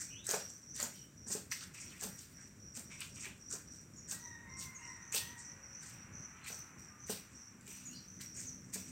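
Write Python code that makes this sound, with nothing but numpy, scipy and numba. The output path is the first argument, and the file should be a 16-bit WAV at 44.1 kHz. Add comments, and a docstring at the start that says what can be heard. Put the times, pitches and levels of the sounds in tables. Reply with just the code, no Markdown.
"""First a short hand tool is heard already grinding in loose garden soil, a few metres from a phone on the ground.
Noise grains make the grit, a moving resonance the scrape, short rings the pebbles, decaying tones the thuds.
Around it two crickets chirr (clicks through a narrow band) and small birds cheep (gliding tones).
A far rooster crows in hoarse harmonics, thin held notes call, and late on a motor hums up in wavering orders
over the rumble and hiss of the neighbourhood, which are coloured noise."""
import sys
import numpy as np
from scipy import signal
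from scipy.fft import rfft, irfft
from scipy.io import wavfile
from scipy.ndimage import uniform_filter1d
from numba import njit

SR = 44100
rng = np.random.default_rng(int(sys.argv[2]) if len(sys.argv) > 2 else 0)


def makeup_ratio(level_db):
    """Linear amplitude ratio for a level in decibels (20 dB per factor of ten)."""
    decades = np.asarray(level_db, float) / 20
    return 10 ** decades


def unload_wav(signal):
    """Save mono or channel-first audio to the path in sys.argv[1] as 16-bit WAV at rate SR, clipped to [-1, 1]."""
    wavfile.write(
        sys.argv[1],
        SR,
        np.round(np.clip(np.atleast_2d(signal).T, -1, 1) * 32767).astype(np.int16),
    )


N = 392931
T = np.arange(N) / SR
HZ = np.fft.rfftfreq(N, 1 / SR)


def unit(x):
    """Scale to rms 1."""
    return x / np.sqrt(np.mean(x ** 2))


def curve(table):
    """Gain at every frequency from (f/Hz, level/dB) points."""
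    f, db = np.transpose(table)
    return makeup_ratio(np.interp(np.log(HZ + 1), np.log(f), db))


def colour(x, spectrum, lo_hz, hi_hz):
    """The part lo-hi of a spectrum, scaled so that white noise keeps its rms."""
    edges = np.sqrt((1 + (lo_hz / (HZ + 1)) ** 14) * (1 + (HZ / hi_hz) ** 14))
    return irfft(rfft(x) * unit(curve(spectrum) / edges), N)


def resonate(x, hz, width):
    """Two-pole resonance, gain 1 at the centre."""
    return signal.lfilter(*signal.iirpeak(hz, hz / width, SR), x)


def walk(rate):
    """Random levels, a new one each 1 / rate s, joined by straight slopes; rms 1."""
    k = int(SR / rate)
    return unit(uniform_filter1d(np.repeat(rng.standard_normal(N // k + 1), k), k)[:N])


def swell(start, length, rise, fall):
    """Envelope that rises, holds until its length is over and dies away exponentially (all in s)."""
    t = T - start
    return np.clip(t / rise, 0, 1) * np.exp(-np.maximum(t - length, 0) / fall)


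def yard(x, t60, wet_db):
    """Scattered echoes from walls and bushes: a decaying noise tail from 4 ms on."""
    t = T[:SR // 2]
    tail = rng.standard_normal(len(t)) * np.exp(-np.log(1000) * t / t60) * (t > .004)
    echoes = signal.fftconvolve(x, tail / np.sqrt(np.sum(tail ** 2)))[:N]
    return x + makeup_ratio(wet_db) * echoes


def grains(rate, spread_db, length, hiss):
    """Envelope of short bursts of uneven size over the steady hiss of finer sand."""
    ticks = (rng.random(N) < rate / SR) * makeup_ratio(spread_db * np.clip(rng.standard_normal(N), -2, 2))
    bursts = signal.lfilter([1], [1, -np.exp(-1 / (length * SR))], ticks)
    return unit(bursts) + hiss


# faint hiss of opposite sign in the two channels: f/Hz, relative level/dB
CHANNEL_HISS = [(100, -5), (1000, -9), (14000, -7.5)]


def self_noise():
    """Steady microphone noise, the part that differs between the channels."""
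    return makeup_ratio(-79.0) * colour(rng.standard_normal(N), CHANNEL_HISS, 40, 16500)


# colour of the open air at the microphone: f/Hz, relative level/dB
AIR_COLOUR = [(30, -21), (60, -4), (100, 2.5), (200, 0), (330, -8), (450, -15), (600, -17), (950, -25),
              (1500, -20.5), (2000, -23), (2600, -23.5), (3100, -26), (4300, -37), (7500, -22),
              (10000, -37.5), (15800, -37)]
# far mid hiss of the neighbourhood: t/s, level/dB
TOWN_HISS = [(0, -69.5), (1.2, -72.5), (1.8, -68), (2.6, -72), (3.1, -70), (3.9, -71), (4.7, -64),
             (5.7, -63.5), (6.4, -61), (7.3, -67), (8.3, -69.5), (8.91, -69)]


def town():
    """Far traffic rumbles, a mid hiss swells, the treble air stays smooth."""
    rumble_db = -59.5 + 0.88 * walk(4.5) + 1.58 * walk(12)
    rumble = colour(rng.standard_normal(N), AIR_COLOUR, 29, 676) * makeup_ratio(rumble_db)
    hiss_db = np.interp(T, *np.transpose(TOWN_HISS)) + 0.21 * walk(3.2)
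    hiss = colour(rng.standard_normal(N), AIR_COLOUR, 830, 2560) * makeup_ratio(hiss_db)
    treble = makeup_ratio(-71.5) * colour(rng.standard_normal(N), AIR_COLOUR, 3450, 19000)
    return rumble + hiss + treble


# motor in the distance, before the level of each order: t/s, level/dB
MOTOR_SWELL = [(6.9, -99), (7.4, -83), (7.8, -71.5), (8.1, -71.5), (8.3, -76), (8.6, -69.5), (8.91, -70)]
# its orders: multiple of the base frequency, relative level/dB
ORDERS = [(2, 2), (3, 10), (4, 10.5), (5, -1.5), (6, -6)]


def motor():
    """Engine orders share one wavering speed, each with its own flicker; the hum comes up late."""
    base_hz = 62.8
    phase = 2 * np.pi * np.cumsum(base_hz * (1 + 0.0048 * walk(5.5))) / SR
    tone = sum(makeup_ratio(db + 4 * walk(7)) * np.sin(k * phase) for k, db in ORDERS)
    return tone * makeup_ratio(np.interp(T, *np.transpose(MOTOR_SWELL)))


# faint steady call far off: t/s, length/s, f/Hz, level/dB
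FAR_NOTES = [(5.456, 0.3, 547, -73.5), (6.31, 0.23, 1315, -65), (6.497, 0.23, 1310, -71),
             (6.89, 0.13, 1210, -66)]


def far_call():
    """A few thin held notes: sines with a slight waver in pitch and level."""
    waver = np.cumsum(1 + 0.0038 * walk(20)) / SR
    out = 0
    for s, length, hz, db in FAR_NOTES:
        level = makeup_ratio(db + 3.0 * walk(25)) * swell(s, length, 0.03, 0.037)
        out = out + level * np.sin(2 * np.pi * hz * waver)
    return out


# far rooster, one list per note: t/s, fundamental f/Hz, second harmonic level/dB, fundamental re second/dB
CROW_NOTES = [
    [(4.14, 948, -64, -25), (4.24, 971, -60, -3), (4.32, 926, -60, -10.5), (4.44, 939, -66.5, -4),
     (4.7, 949, -72, -5)],
    [(4.46, 1047, -61, -9), (4.6, 1045, -60.5, -3.5), (4.68, 1041, -54.5, -8), (4.92, 1037, -59.5, -6),
     (4.99, 987, -71, -15)],
    [(4.8, 954, -65.5, 0), (5.1, 924, -65, -13.5), (5.3, 953, -57, -7), (5.47, 950, -66, -8),
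     (5.62, 975, -71, -13)],
]
# fourth harmonic of each note: level re second/dB
CROW_FOURTH = [-18, -26, -22.5]


def rooster():
    """Harmonic notes made hoarse by fast random pitch and level."""
    out = 0
    for note, fourth_db in zip(CROW_NOTES, CROW_FOURTH):
        s, hz, db, first_db = np.transpose(note)
        hz = np.interp(T, s, hz) * (1 + .006 * walk(25) + .021 * walk(250))
        phase = 2 * np.pi * np.cumsum(hz) / SR
        hoarse_db = 2.2 * walk(30) + 2.5 * walk(150)
        first = makeup_ratio(np.interp(T, s, first_db)) * np.sin(phase)
        tone = first + np.sin(2 * phase) + makeup_ratio(fourth_db) * np.sin(4 * phase)
        level = makeup_ratio(np.interp(T, s, db) + hoarse_db)
        out = out + tone * level * swell(s[0] - .03, s[-1] - s[0], 0.027, 0.026)
    return out


# small birds about the yard: t/s, start f/Hz, end f/Hz, length/s, level/dB
BIRD_CHEEPS = [(0.074, 2500, 2700, 0.17, -65.5), (0.101, 2900, 3000, 0.12, -63),
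               (0.153, 3110, 4070, 0.12, -59.5), (0.798, 4650, 4600, 0.013, -45.5),
               (0.934, 3025, 3090, 0.12, -65.5), (3.964, 7200, 6500, 0.032, -53.5),
               (4.745, 7000, 6360, 0.029, -50.5), (4.782, 2640, 2890, 0.093, -63),
               (6.43, 4080, 4160, 0.036, -60), (7.852, 6900, 6520, 0.044, -47.5),
               (7.89, 2620, 2910, 0.056, -63), (7.926, 4300, 4300, 0.081, -59),
               (7.951, 4900, 4700, 0.038, -55), (8.194, 1980, 2030, 0.033, -58),
               (8.373, 7050, 6360, 0.03, -46.5), (8.467, 6480, 6000, 0.032, -47)]


def birds():
    """Short gliding whistles, ragged in pitch and trilling in level."""
    waver = 1 + .012 * walk(60) + .03 * walk(600)
    trill = makeup_ratio(2.5 * walk(90))
    out = 0
    for s, hz0, hz1, length, db in BIRD_CHEEPS:
        hz = np.interp(T, [s, s + length], [hz0, hz1]) * waver
        whistle = np.sin(2 * np.pi * np.cumsum(hz) / SR)
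        out = out + makeup_ratio(db) * swell(s, length, 0.062 * length, 0.0032) * whistle
    return out * trill


def cricket(chirps, hz, width, stroke_hz):
    """Wing strokes in groups of four ring the wing; each chirp swells and stops."""
    strokes = np.floor(np.cumsum(stroke_hz * (1 + 0.047 * walk(30))) / SR)
    stroke_db = 2.5 * rng.standard_normal(N) + 3.5 * np.cos(strokes * np.pi / 2)
    clicks = np.diff(strokes, prepend=0) * makeup_ratio(stroke_db)
    rasp = signal.lfilter([1], [1, -np.exp(-1 / (0.008 * SR))], clicks) * rng.standard_normal(N)
    wing = signal.butter(2, [hz - width / 2, hz + width / 2], "band", fs=SR, output="sos")
    song = unit(signal.sosfilt(wing, unit(clicks) + 1.8 * unit(rasp)))
    return song * sum(makeup_ratio(db) * swell(s, length, 0.032, 0.0029) for s, length, db in chirps)


# chirps of the lower cricket: t/s, level/dB
LOW_CHIRPS = [(-.03, -57), (0.331, -54), (.6, -60), (.87, -59), (1.15, -60), (1.48, -60.5), (1.745, -59.5),
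              (2.05, -60), (2.32, -60.5), (2.58, -59.5), (2.83, -59.5), (3.085, -60.5), (3.385, -56.5),
              (3.65, -58), (3.92, -59), (4.2, -59.5), (4.475, -57.5), (4.805, -56.5), (5.369, -59),
              (5.61, -56.5), (5.89, -62), (6.16, -64.5), (6.47, -58.5), (6.759, -60.5), (7.04, -61.5),
              (7.33, -58.5), (7.66, -68), (7.9, -59.5), (8.2, -55.5), (8.49, -64), (8.72, -58.5)]
# chirps of the higher cricket: t/s, length/s, level/dB
HIGH_CHIRPS = [(.05, 0.15, -58), (.43, 0.17, -62), (.68, 0.12, -54), (4.18, 0.11, -55), (4.6, 0.073, -58),
               (5.0, 0.32, -57), (5.41, 0.11, -57), (5.72, 0.097, -55), (6.115, 0.15, -53.5),
               (6.47, 0.16, -55), (6.98, 0.16, -54.5), (7.35, 0.079, -59), (7.675, 0.21, -61),
               (8.06, 0.18, -58), (8.4, 0.16, -55), (8.78, 0.055, -57.5)]


def crickets():
    """Two insects with their own wing resonance and stroke rate; the lower one's chirps are equally long."""
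    low = cricket([(s, .16, db) for s, db in LOW_CHIRPS], hz=5730, width=284, stroke_hz=162)
    return low + cricket(HIGH_CHIRPS, hz=5983, width=350, stroke_hz=160)


def wavering_tone(hz):
    """Sine whose pitch wanders, as in uneven ground."""
    return np.sin(2 * np.pi * np.cumsum(hz * (1 + .1 * walk(90))) / SR)


# the blade stops in the ground: t/s, hollow peak level/dB, deep thump peak level/dB, handle and clods level/dB
BLADE_STOPS = [(0.287, -41.5, -55, -52), (0.308, -49, -58, -54), (0.335, -34, -47, -41.5),
               (0.796, -67, -60, -50), (0.825, -47, -46, -51.5), (1.266, -60, -47, -62.5),
               (1.301, -50, -50, -55.5), (1.349, -37.5, -46, -56.5), (2.02, -54, -57, -51.5),
               (2.04, -43.5, -52, -67), (2.053, -66, -43, -74), (2.768, -62, -49, -57),
               (3.265, -50.5, -53.5, -63.5), (3.534, -47.5, -63, -56.5), (4.119, -64, -51, -55),
               (5.143, -41.5, -55, -53.5), (6.498, -51.5, -58, -56), (7.095, -34.5, -40, -51.5),
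               (7.68, -54.5, -70, -71), (8.756, -47.5, -46.5, -60)]
# tones of the wooden handle: f/Hz, relative level/dB
HANDLE_TONES = [(800, -3), (1000, -5), (1550, 0)]


def blows(column, rise, t60):
    """Envelope of all the blade stops, at the levels of one column."""
    fall = t60 / np.log(1000)
    return sum(makeup_ratio(row[column]) * swell(row[0], rise, rise, fall) for row in BLADE_STOPS)


def thuds():
    """A soft push rings the dug hole and the ground under it; the handle knocks and clods break."""
    hole = wavering_tone(435) * blows(column=1, rise=0.0038, t60=0.049)
    ground = wavering_tone(200) * blows(column=2, rise=0.0027, t60=0.13)
    handle = sum(makeup_ratio(db) * wavering_tone(hz) for hz, db in HANDLE_TONES)
    handle = handle * blows(column=3, rise=0.001, t60=.09)
    crumble = unit(grains(200, 4., .004, .6) * rng.standard_normal(N))
    clods = colour(blows(column=3, rise=0.0071, t60=0.19) * crumble, SOIL_COLOUR, 504, 1720)
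    return hole + ground + handle + clods


# pebbles on the blade: t/s, peak level/dB, ring f/Hz
PEBBLE_TICKS = [(0.038, -43, 7240), (0.267, -27.5, 8000), (0.291, -22.5, 6340), (0.3117, -20.5, 6750),
                (0.318, -30, 7500), (0.342, -26, 5820), (0.348, -31, 7420), (0.363, -32, 7500),
                (0.501, -41.5, 7400), (0.745, -52, 7050), (0.7622, -31, 7200), (0.8005, -26, 7240),
                (0.809, -37, 7300), (0.8278, -23.5, 7000), (0.837, -37, 6730), (1.267, -52, 5900),
                (1.288, -39, 7150), (1.515, -26.5, 5800), (1.52, -27.5, 6080), (1.549, -40, 5400),
                (2.0105, -31, 7380), (2.037, -31, 6300), (2.1904, -45, 6200), (2.751, -42, 7350),
                (2.794, -35, 7500), (3.005, -32, 8100), (3.246, -42, 1870), (3.265, -39.5, 1690),
                (3.511, -30, 7370), (3.538, -36, 6750), (3.552, -38, 6180), (4.087, -41, 7050),
                (4.1122, -29, 6740), (4.598, -35, 6900), (4.9005, -50, 7940), (4.94, -53, 7500),
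                (5.1243, -28, 7060), (5.146, -29, 6070), (5.832, -41, 7600), (6.472, -42, 2000),
                (7.1015, -34, 8900), (7.61, -49, 7440), (7.668, -41, 7400), (8.21, -43, 5960),
                (8.373, -40, 6600), (8.395, -46, 7040), (8.4146, -38, 7200), (8.7375, -36, 7070)]


def pebbles():
    """Each tick is a rattle of a few milliseconds that rings the blade briefly."""
    size = 900  # samples
    out, t = np.zeros(N + size), T[:size]
    bursts = rng.standard_normal((len(PEBBLE_TICKS), size))
    for (s, db, hz), burst in zip(PEBBLE_TICKS, bursts):
        envelope = np.minimum(t / .0004, 1) * np.exp(-t / .0017)
        crack = (1 + 1.2 * burst) * envelope * np.sin(2 * np.pi * hz * t)
        tick = resonate(resonate(crack, hz, .8 * hz), hz, .8 * hz) + .2 * crack
        i = int(s * SR)
        out[i:i + size] += makeup_ratio(db) * tick / np.max(abs(tick))
    return out[:N]


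def stroke(start, push, t60, entry_db):
    """Jumps in at contact, grows in dB while the blade is pushed, then dies away."""
    contact_s = 0.0015
    t = T - start
    grow_db = entry_db * np.clip(1 - t / push, 0, 1)
    return np.clip(t / contact_s, 0, 1) * makeup_ratio(grow_db - 60 * np.maximum(t - push, 0) / t60)


@njit
def sweep(x, g, k):
    """State-variable band-pass whose centre moves every sample."""
    y, b, l = np.empty(len(x)), 0., 0.
    for i in range(len(x)):
        v = (b + g[i] * (x[i] - l)) / (1 + g[i] * (g[i] + k))
        b, l, y[i] = 2 * v - b, l + 2 * g[i] * v, k * v
    return y


# soil slides along the blade: contact t/s, push/s, fade t60/s, level/dB, resonance at contact f/Hz
SOIL_SLIDES = [(-.05, 0.054, 0.24, -53.5, 1860), (.25, 0.059, 0.37, -47.5, 1630),
               (0.746, 0.058, 0.51, -53, 2000), (1.262, 0.061, 0.31, -58, 1850),
               (1.507, 0.014, 0.14, -45, 2120), (1.6, 0.018, 0.37, -58.5, 1740),
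               (1.734, 0.014, 0.96, -57.5, 2290), (1.89, 0.054, 0.25, -65.5, 1790),
               (1.999, 0.007, 0.86, -60.5, 1800), (2.36, 0.03, 0.36, -61, 1920),
               (2.745, 0.011, 0.36, -60, 1790), (2.885, 0.027, 0.56, -56.5, 2300),
               (2.99, 0.028, 0.16, -49, 2410), (3.151, 0.016, 0.42, -59, 2270),
               (3.21, 0.051, 0.19, -48.5, 2390), (3.5, 0.015, 0.58, -59, 1700),
               (4.075, 0.041, 0.27, -54, 1720), (5.12, 0.014, 0.45, -45, 2680),
               (5.75, 0.076, 1.3, -64, 1940), (6.35, 0.13, 0.21, -55, 2310),
               (7.07, 0.018, 0.83, -59.5, 2000), (7.655, 0.023, 1.3, -63.5, 2270),
               (8.195, 0.015, 0.25, -59, 1940), (8.345, 0.032, 0.37, -61, 2220),
               (8.72, 0.014, 0.78, -58.5, 2000)]


def slides():
    """Level of each scrape, one row apiece."""
    entry_db = -17  # at contact, under the peak
    return np.array([makeup_ratio(db) * stroke(s, push, t60, entry_db) for s, push, t60, db, _ in SOIL_SLIDES])


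def scrape(sliding):
    """Crumbs rub along the blade; the resonance moves with how much steel is buried."""
    climb_per_s = 0.71  # share of the resonance
    starts, *_, hz = np.transpose(SOIL_SLIDES)
    loudest = np.argmax(sliding, axis=0)
    # it climbs for 0.2 s as the blade comes free, and wanders over the clods
    climb = climb_per_s * np.clip(T - starts[loudest], 0, .2)
    hz = uniform_filter1d(hz[loudest] * (1 + climb), size=900) * (1 + 0.088 * walk(14))
    crumbs = grains(350, 6.5, .005, .7) * rng.standard_normal(N)
    g = np.tan(np.pi * hz / SR)
    ring = sweep(sweep(crumbs, g, .5), g, .5)
    rub = unit(unit(ring) + .5 * unit(colour(crumbs, SOIL_COLOUR, 990, 1730)))
    return sliding.sum(axis=0) * rub


# the blade bites into soil: contact t/s, push/s, fade t60/s before each layer's share,
# grit level/dB, sand spray level/dB
SOIL_BITES = [(-.05, 0.06, 0.36, -46.5, -56.5), (0.241, 0.074, 0.36, -40, -43.5),
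              (.48, 0.022, 0.6, -62, -74), (0.746, 0.091, 0.13, -40.5, -43.5), (.93, 0.027, 0.19, -61, -61),
              (1.265, 0.066, 0.29, -40.5, -48.5), (1.501, 0.022, 0.31, -47.5, -46.5),
              (1.57, 0.057, 0.22, -55.5, -64), (1.735, 0.016, 2, -54.5, -63),
              (1.993, 0.044, 0.15, -42.5, -43.5), (2.17, 0.022, 0.39, -54, -62.5),
              (2.36, 0.06, 0.38, -63, -102), (2.739, 0.032, 0.29, -48.5, -55.5),
              (2.89, 0.032, 2.4, -59, -74), (2.995, 0.014, 0.27, -58, -56), (3.14, .11, 0.17, -50.5, -60),
              (3.493, 0.037, 0.19, -46, -52.5), (3.7, 0.029, 0.84, -59.5, -73),
              (4.074, 0.041, 0.28, -42.5, -49), (4.565, 0.053, 0.25, -46.5, -55),
              (4.73, 0.061, 1.7, -65.5, -88), (5.12, 0.029, 0.23, -37, -37),
              (5.37, 0.025, 0.45, -53.5, -93), (5.8, 0.066, 0.41, -51.5, -61),
              (6.438, 0.047, 0.43, -50, -53), (6.77, 0.026, 0.47, -61.5, -74),
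              (7.062, 0.047, 0.24, -46.5, -45), (7.3, 0.028, 0.49, -61.5, -87),
              (7.605, 0.017, 0.44, -67.5, -71), (7.654, 0.025, 1.5, -54.5, -61),
              (8.196, 0.016, 0.28, -48.5, -56), (8.34, 0.055, 0.47, -50, -60.5),
              (8.64, 0.013, 1.2, -65.5, -85), (8.723, 0.016, 0.38, -44.5, -54), (8.85, 0.037, .4, -56, -72)]


def bites(peaks_db, entry_db, fade):
    """Level of a layer over all bites; loosened soil trickles on after each, fainter and longer."""
    trickle_db, trickle_t60_s = -29, 1.27
    out = 0
    for (s, push, t60, *_), db in zip(SOIL_BITES, peaks_db):
        bite = stroke(s, push, fade * t60, entry_db)
        trickle = makeup_ratio(trickle_db) * stroke(s, push, trickle_t60_s, entry_db)
        out = out + makeup_ratio(db) * (bite + trickle)
    return out


# soil on steel as it reaches the microphone: f/Hz, relative level/dB
SOIL_COLOUR = [(88, -28), (150, 25), (447, -7), (800, -13), (1010, -17.5), (1160, -18), (1550, -14),
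               (2000, -20), (2480, 2.5), (3320, -11), (7110, -1.5), (8470, -1.5), (10700, -32),
               (13000, -19.5), (15800, -24)]
# bands of grit, sand and blade ring: low f/Hz, high f/Hz, grains per s
DIG_BANDS = [(5200, 10300, 500), (10300, 17000, 500), (3100, 5200, 350)]


def digging(sliding):
    """Grit, sand and blade ring crunch with their own grains and with those that all share."""
    *_, grit_db, sand_db = np.transpose(SOIL_BITES)
    grit = bites(grit_db, entry_db=-13.5, fade=0.63)
    sand = bites(sand_db, entry_db=-27.5, fade=0.95)
    # the blade rings with all that rubs it
    ring = makeup_ratio(-35) * grit + makeup_ratio(-3.5) * sand + makeup_ratio(-21) * sliding.sum(axis=0)
    out, shared = 0, grains(110, 6., .003, .6)
    for gain, (lo, hi, rate) in zip((grit, sand, ring), DIG_BANDS):
        # coarser grains sound lower and last longer
        own = grains(rate, 5., 9. 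/ lo, .7)
        crunch = (.7 * shared + own) * makeup_ratio(2.8 * walk(45))
        crunch = unit(crunch * rng.standard_normal(N))
        out = out + colour(gain * crunch, SOIL_COLOUR, lo, hi)
    return out


def scene():
    """One microphone feeds both channels; only a faint steady hiss differs."""
    sliding = slides()
    tool = digging(sliding) + scrape(sliding) + pebbles() + thuds()
    mono = yard(tool, 0.3, -4.5) + yard(crickets(), 0.65, -3.0)
    mono = mono + yard(birds(), .35, -4) + yard(rooster(), 0.5, -0.78)
    mono = mono + far_call() + motor() + town()
    side = self_noise()
    return np.array([mono + side, mono - side])


def top_cut(x):
    """Nothing passes above the cut-off."""
    return signal.sosfilt(signal.butter(12, 16250, fs=SR, output="sos"), x)


def record(dry):
    """The phone cuts the top steeply above 15.75 kHz."""
    low_pass = signal.ellip(8, .2, 70, 15750, fs=SR, output="sos")
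    mix = signal.sosfilt(low_pass, dry)
    return top_cut(mix)


dry = scene()
out = record(dry)
unload_wav(out)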